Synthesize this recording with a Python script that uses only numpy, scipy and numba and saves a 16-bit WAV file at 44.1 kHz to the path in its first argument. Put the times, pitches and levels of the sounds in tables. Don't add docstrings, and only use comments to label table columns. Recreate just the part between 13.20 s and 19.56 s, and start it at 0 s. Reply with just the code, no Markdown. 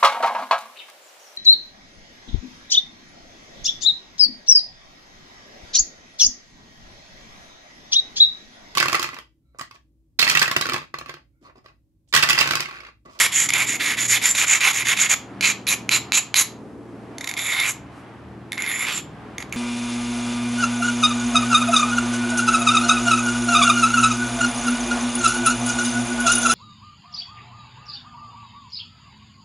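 import sys
import numpy as np
from scipy import signal
from scipy.fft import rfft, irfft, next_fast_len
from scipy.io import wavfile
from scipy.ndimage import uniform_filter1d
from numba import njit

SR = 44100
rng = np.random.default_rng(int(sys.argv[2]) if len(sys.argv) > 2 else 0)


def ratio_of_db(decibels):
    return 10 ** (np.asarray(decibels, float) / 20)


def store_wav(level_fs):
    pcm = np.round(np.clip(np.atleast_2d(level_fs), -1, 1) * 32767)
    wavfile.write(sys.argv[1], SR, pcm.T.astype(np.int16))


N = 280476


def unit(x):
    return x / np.sqrt(np.mean(x ** 2))


@njit
def svf(x, hz, width):
    y, band, low = np.empty(len(x)), 0., 0.
    for i in range(len(x)):
        g = np.tan(np.pi * hz[i] / SR)
        damping = width[i] / hz[i]
        v = (band + g * (x[i] - low)) / (1 + g * (g + damping))
        band = 2 * v - band
        low = low + 2 * g * v
        y[i] = damping * v
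    return y


def ring(force, hz, width):
    level = np.sqrt(SR / np.pi / width)
    return svf(force * level, hz + 0 * force, width + 0 * force)


def walk(rate_hz):
    hold = int(SR / rate_hz)
    steps = np.repeat(rng.standard_normal(N // hold + 1), hold)
    return 0.902 * uniform_filter1d(steps, hold)[:N]


def colour(x, points):
    size = next_fast_len(x.shape[-1])
    hz, db = np.transpose(points)
    bins_hz = np.arange(size // 2 + 1) * SR / size
    gain = ratio_of_db(np.interp(np.log(bins_hz + 1), np.log(hz), db))
    return irfft(rfft(x, size) * gain, size)[..., :x.shape[-1]]


# freq_hz, density_db (per Hz)
AIR_SPECTRUM = [(120, -29), (200, -1), (286, 3), (363, -3), (446, -4.5), (529, -8.5), (731, -12),
                (1030, -15.5), (1120, -16.5), (2290, -27.5), (2960, -32.5), (3640, -36.5), (11800, -46.5),
                (15300, -91), (22000, -120)]
# time_s, rumble_db, tenth_harmonic_db (engine load)
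TRAFFIC_RUMBLE = [(0.0, -56, 3.5), (0.62, -40, 3), (1.35, -51.5, 1), (2.11, -43.5, 9), (2.7, -41, 9),
                  (3.2, -49.5, 3.5), (3.4, -39.5, -5), (3.93, -40, -6.5), (4.1, -49, -3), (5.2, -45, 5.5),
                  (6.1, -43.5, 6), (6.36, -43.5, 5)]
# time_s, level_db
TYRE_HISS = [(0.0, -38.5), (2.1, -38), (3.3, -40), (3.5, -37), (3.8, -37), (4.6, -40), (4.9, -36),
             (5.2, -40), (5.85, -37), (6.05, -34), (6.36, -34.5)]


def traffic(rumble_db):
    t = np.arange(N) / SR
    hiss_db = np.interp(t, *np.transpose(TYRE_HISS)) - rumble_db + 2.2 * walk(4.33)
    mid, side = colour(rng.standard_normal((2, N)), AIR_SPECTRUM)
    side = colour(side, [(200, -14), (400, -17.5), (800, -9.5), (12000, -3.5)])
    air = (mid + side * np.array([[1], [-1]])) / np.std(mid)
    hiss = colour(air, [(400, -28.5), (700, 0.5), (3200, 6.0), (7000, -5.), (12000, -7.5)])
    return ratio_of_db(rumble_db) * (air + hiss * (ratio_of_db(hiss_db) - 1))


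# firing_rate_multiple, level_db
ENGINE_HARMONICS = [(1, -23.5), (2, -21.5), (3, -9), (4, -2.5), (5, -30.5), (6, 6), (7, 1.5), (8, -1.5),
                    (9, -2.5), (10, -1.5), (11, -0.5), (12, -2.5), (13, -18.5), (14, -1), (15, -3),
                    (16, -4.5), (17, -11.5), (18, 0.5), (19, -16), (20, -8), (21, -17), (22, -4.5),
                    (23, -13), (24, -26.5)]


def engine(tenth_db):
    firing_hz = 19.5 * (1 + 0.00581 * walk(1.5))
    turn = 2 * np.pi * np.cumsum(firing_hz) / SR
    drone = np.zeros(N)
    for k, db in ENGINE_HARMONICS:
        level_db = db + 3.9 * walk(7.) + 1.2 * walk(1.72) + tenth_db * (k == 10)
        phase = k * turn + 1.0 * walk(2.99) + k * k
        drone += ratio_of_db(level_db) * np.sin(phase)
    drone = unit(ratio_of_db(2. * walk(3.8)) * drone)
    return ratio_of_db(-43.5) * drone * ratio_of_db(np.array([[.6], [-.6]]))


def outdoors():
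    t = np.arange(N) / SR
    time_s, *columns = np.transpose(TRAFFIC_RUMBLE)
    rumble_db, tenth_db = (np.interp(t, time_s, column) for column in columns)
    ground = colour(rng.standard_normal((2, N)), [(20, -29), (50, -25), (80, 17.0), (200, 3.5), (300, -46.5)])
    ground = ratio_of_db(-57) * unit(ground + .8 * ground[0])
    return traffic(rumble_db) + ground + engine(tenth_db)


def grit(spread_db, teeth_db, patchy_db):
    sizes = ratio_of_db(spread_db * np.minimum(rng.exponential(size=(4, N)), 9))
    patches_db = patchy_db * np.array([walk(40.) for _ in range(4)])
    bunching_db = np.clip(teeth_db * walk(260.), -9, 5) + patches_db
    return unit(rng.standard_normal((4, N)) * sizes * ratio_of_db(bunching_db))


# start_s, length_s, blade_db, abrader_over_blade_db,
# lean_db (blade swells as the abrader ring fades)
RUBS = [(-0.04, 0.12, -17.5, -0.5, 2.5), (0.11, 0.17, -24, 8.5, -4), (0.315, 0.15, -20, -6, -10),
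        (0.455, 0.12, -25, 4.5, 3.5), (0.588, 0.17, -20, -7, -3.5), (0.762, 0.12, -24.5, 3.5, -3.5),
        (0.871, 0.12, -20.5, 2, 18), (1.008, 0.13, -23.5, 5.5, -12), (1.14, 0.12, -18.5, -0.5, 6),
        (1.256, 0.14, -20, 3.5, 0.5), (1.396, 0.132, -16.5, -3, -2), (1.522, 0.12, -23, 0, 9),
        (1.641, 0.11, -19, -2, 4), (1.757, 0.124, -19.5, 1, 1.5), (1.884, 0.068, -18.5, 2.5, 1.5)]
SWIPES = [
    (2.213, 0.12, -19, 1, -5),
    (2.465, 0.091, -20, 0.5, -5),
    (2.7, 0.091, -19.5, 2.5, -9),
    (2.922, 0.083, -19.5, 5.5, -5),
    (3.147, 0.089, -20.5, 6, -5.5),
    (4.0, 0.15, -45, 2, 7),
    (5.323, 0.049, -39, -6, -10),
    (6.182, 0.06, -40, -1, -1),
    (6.32, 0.043, -35.5, -9, -25),
]
# time_s, blade_db (pressure), abrader_over_blade_db
DRAGS = [
    [(4.166, -32, -7), (4.176, -29, -10), (4.235, -30.5, 2.5), (4.28, -26.5, 0), (4.39, -23, -11.5),
     (4.45, -24, -8.5), (4.495, -28.5, 8), (4.525, -58, 15.5)],
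    [(5.374, -30.5, -27), (5.4, -32, -7), (5.45, -30, -21), (5.53, -26, -4), (5.56, -29, -0.5),
     (5.63, -28.5, -2), (5.68, -28, -13.5), (5.775, -32.5, 9), (5.81, -46, -2)],
]


def hand(t):
    attack_s, release_s = 0.013, 0.012
    out = np.zeros((4, N))
    for start, length, db, ring_db, lean_db in RUBS + SWIPES:
        on = (t >= start) & (t < start + length)
        since_s, left_s = t[on] - start, start + length - t[on]
        along = since_s / length - .5
        speed = np.cos(np.pi * along)
        db = db + 20 * np.log10(np.clip(np.minimum(since_s / attack_s, left_s / release_s), 1e-3, 1))
        out[0, on] = ratio_of_db(db + lean_db * along) * speed ** 0.52
        out[1, on] = ratio_of_db(db + ring_db - 0.95 * lean_db * along) * speed
        out[2, on] = 8.5 * along
        out[3, on] = 14.5 * lean_db * along
    for drag in DRAGS:
        time_s, db, ring_db = np.transpose(drag)
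        on = (t >= time_s[0]) & (t < time_s[-1])
        out[0, on] = np.interp(t[on], time_s, ratio_of_db(db))
        out[1, on] = out[0, on] * ratio_of_db(np.interp(t[on], time_s, ring_db))
    return uniform_filter1d(out, size=130)


# start_s, peak_db, crumble_ms, blow_db
CATCHES = [(0.2879, -9.5, 3, 0), (0.3032, -1.5, 0.91, -17), (0.335, -1.5, 1.5, -19),
           (0.6612, -19, 1.68, 13), (1.1503, -10, 1.93, 5), (1.406, -10.5, 1.4, 0), (1.7718, -10, 1.2, 3),
           (4.0081, -15.5, 2.4, -9), (4.042, -14, 1.7, 0), (4.0736, -9.5, 1.26, 2), (4.0884, -13.5, 4, -18),
           (4.1132, -17, 1.2, 13), (4.1391, -20, 1.7, 16), (4.1743, -14, 2.3, 8), (4.1894, -8.5, 2.1, -19),
           (4.3984, -7, 2.3, 3), (5.3299, -11, 0.66, -1), (5.3444, -30, 1.5, -8.0), (5.3787, -23, 0.88, 19),
           (5.421, -5, 0.46, -17), (5.4635, -18.5, 0.88, 15), (6.2036, -18, 1, -5),
           (6.2248, -16.5, 0.87, -3), (6.294, -36, 1.4, -8.0), (6.3245, -11.5, 0.77, -3)]
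LANDINGS = [
    (2.2093, -9.5, 2, 11),
    (2.4672, -9.5, 1.6, -17),
    (2.6915, -1.5, 0.58, -1),
    (2.921, 0.5, 0.37, 4),
    (3.1426, -2, 0.72, 10.5),
    (3.983, -12.5, 0.69, 2),
    (5.3198, -7, 0.61, -1.5),
    (6.1819, -11.5, 0.75, 4.5),
]


def catches():
    brisk_until_s = 2.
    second_tap_db, edge_tap_db, rasp_tap_db = -9.5, -8, -19.5
    events = LANDINGS + CATCHES
    force = np.zeros((5, N))
    ms = np.arange(1300) / SR * 1000
    crumbs = rng.standard_normal((len(events), 1305))
    for (start_s, db, crumble_ms, blow_db), crumb in zip(events, crumbs):
        i = int(start_s * SR)
        age = ms / max(crumble_ms, .2)
        push = 0.21 * crumb[:1300] * age * np.exp(1 - age)
        push[:3] -= ratio_of_db(blow_db - 7.5) * np.hanning(5)[1:4]
        ring_db = 1 if start_s < brisk_until_s else -5.5
        share_db = np.array([0, ring_db, second_tap_db, edge_tap_db, rasp_tap_db])
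        share_db = share_db + 2.5 * np.tanh(crumb[1300:])
        force[:, i:i + 1300] += (push * ratio_of_db(db + share_db[:, None]))[:, :N - i]
    return force


# from_s, bending_hz, bending_width_hz, second_mode_hz, second_mode_db
GRIPS = [(0, 2100, 485, 3260, -6), (0.28, 2216, 400, 3540, -8.5), (0.46, 2130, 474, 3500, -11),
         (1.14, 2230, 525, 3550, -11.5), (2.1, 2380, 380, 4000, -8), (2.42, 2415, 418.6, 4000, -5),
         (2.62, 2400, 420, 4010, -4.5), (3.08, 2270, 422, 4020, -4.5), (3.6, 2155, 223, 3570, -6.5),
         (4.44, 2300, 406, 3690, -8.5), (5.0, 2120, 254, 3520, -11.5), (5.66, 2440, 800, 3300, -4.5),
         (6.0, 2200, 329, 3600, -26)]
# abrader_hz, abrader_width_hz, rasp_db, edge_ring_db, pad_thump_db
SEATS = [(6940, 470, -10, -10, -14), (7050, 450, -13, -6.5, -10.5), (6923, 330, -11, -11.5, -15),
         (6870, 450, -12, -14, -12), (6910, 480, -13, -14, -8.5), (6870, 560, -12, -3.5, -9.5),
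         (6970, 450, -11.5, -9, -9.5), (6910, 640, -15, -2.5, -9.5), (7030, 460, -16.5, -6, -10.5),
         (7040, 880, -21.5, -1.5, -7.5), (7010, 220, -16.5, -4.5, -7), (7090, 250, -12, -12.5, -5.5),
         (6840, 400, -20, -8.5, -4.5)]


def stones():
    t = np.arange(N) / SR
    wander, wander_db = 0.018, 2.5
    pressure, drive, load_db, shift_hz = hand(t)
    held = np.searchsorted(np.array(GRIPS)[:, 0], t, side="right") - 1
    grip = uniform_filter1d(np.hstack([GRIPS, SEATS])[held].T, size=1500)
    _, bend_hz, bend_width, second_hz, second_db, abrader_hz, width, rasp_db, edge_db, pad_db = grip
    bend_hz = (bend_hz + shift_hz) * (1 + wander * walk(16.))

    forces = grit(spread_db=2.6, teeth_db=2.0, patchy_db=2.18)
    rub, grind, nick, scuff = forces * np.array([pressure, drive, pressure, pressure])
    tap, tap_ring, tap_second, tap_edge, tap_rasp = catches()
    favour = (drive + 1e-6) / (pressure + 1e-6)

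    blade = svf(ring(rub, bend_hz, bend_width), bend_hz, 5.04 * bend_width)
    blade += ring(tap, bend_hz, 1.1 * bend_width)
    blade += ring(tap * ratio_of_db(-14.5), 2700, 4400)
    second_level_db = second_db - load_db + wander_db * walk(12.)
    second_force = nick * ratio_of_db(second_level_db) + tap_second
    blade += ring(second_force, second_hz * (1 + wander * walk(6.1)), 0.87 * bend_width)

    abrader = ring(grind + tap_ring, abrader_hz * (1 + wander * walk(14.0)), width)
    abrader = svf(abrader, abrader_hz, 6.6 * width)

    edge_force = nick * favour ** 0.4 * ratio_of_db(edge_db + wander_db * walk(22.09)) + tap_edge
    edge = ring(edge_force, 11050, 1.53 * width)

    pad_force = scuff * ratio_of_db(pad_db + load_db + wander_db * walk(9.1)) + tap * ratio_of_db(-51.5)
    pad = ring(pad_force, 1340, 790)

    rasp_force = scuff * favour ** 0.38 * ratio_of_db(rasp_db + wander_db * walk(15.0)) + tap_rasp
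    rasp = colour(rasp_force, [(300, -37.5), (900, -27.0), (3000, 2.5), (5500, 9.5), (9500, 5.5), (12000, 10.0)])
    return blade - abrader + edge + pad + rasp


# freq_hz, left_minus_right_db, left_lead_rad
PORTS = [(300, 1.5, 0.0), (1100, -0.5, -0.2), (2300, -3, -0.49), (4000, -4, 0.0), (6800, -3, 0.21),
         (7670, -0.5, 0.0), (10430, 1, 0.0), (11800, -3, -0.51)]


def ports(x):
    hz, db, lead = np.transpose(PORTS)
    bins_hz = np.arange(N // 2 + 1) * SR / N
    log_ratio = db * np.log(10) / 20 + 1j * lead
    half = np.interp(np.log(bins_hz + 1), np.log(hz), log_ratio) / 2
    return irfft(rfft(x) * np.exp([half, -half]), N)


# band_hz, t60_s
ROOM_DECAY = [(1000, 0.46), (2000, 0.26), (3200, 0.32), (4800, 0.3), (7000, 0.21), (9200, 0.028),
              (11300, 0.18)]


def room(x):
    t = np.arange(SR // 2) / SR
    tails = np.zeros((2, len(t)))
    for hz, t60 in ROOM_DECAY:
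        decay = ratio_of_db(-60 * t / t60) * (t > .003)
        for tail in range(2):
            band = ring(rng.standard_normal(len(t)), hz, hz / 2)
            band = ring(band, hz, hz / 2)
            tails[tail] += unit(band) * np.sqrt(hz / 4000) * decay
    shared = tails.mean(axis=0)
    tails = unit(shared + 0.43 * (tails - shared)) / np.sqrt(len(t))
    return ratio_of_db(-12.5) * signal.fftconvolve(x[None], tails, axes=1)[:, :N]


def sleeve():
    t = np.arange(N) / SR
    swing = np.exp(-((t - 4.78) / 0.054) ** 2)
    return ratio_of_db(-59.5) * swing * ring(rng.standard_normal(N), 5100.0, 7500.0)


def scene():
    rubbing = stones()
    return ports(rubbing) + room(rubbing) + outdoors() + sleeve()


def band_limit(x):
    return signal.sosfilt(signal.butter(12, 13220, fs=SR, output="sos"), x)


def record(dry):
    rounded = np.tanh(dry / 1.08) * 1.08
    top_cut = signal.ellip(10, .2, 70, 11800, fs=SR, output="sos")
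    mix = signal.sosfilt(top_cut, rounded)
    return band_limit(mix)


dry = scene()
out = record(dry)
store_wav(out)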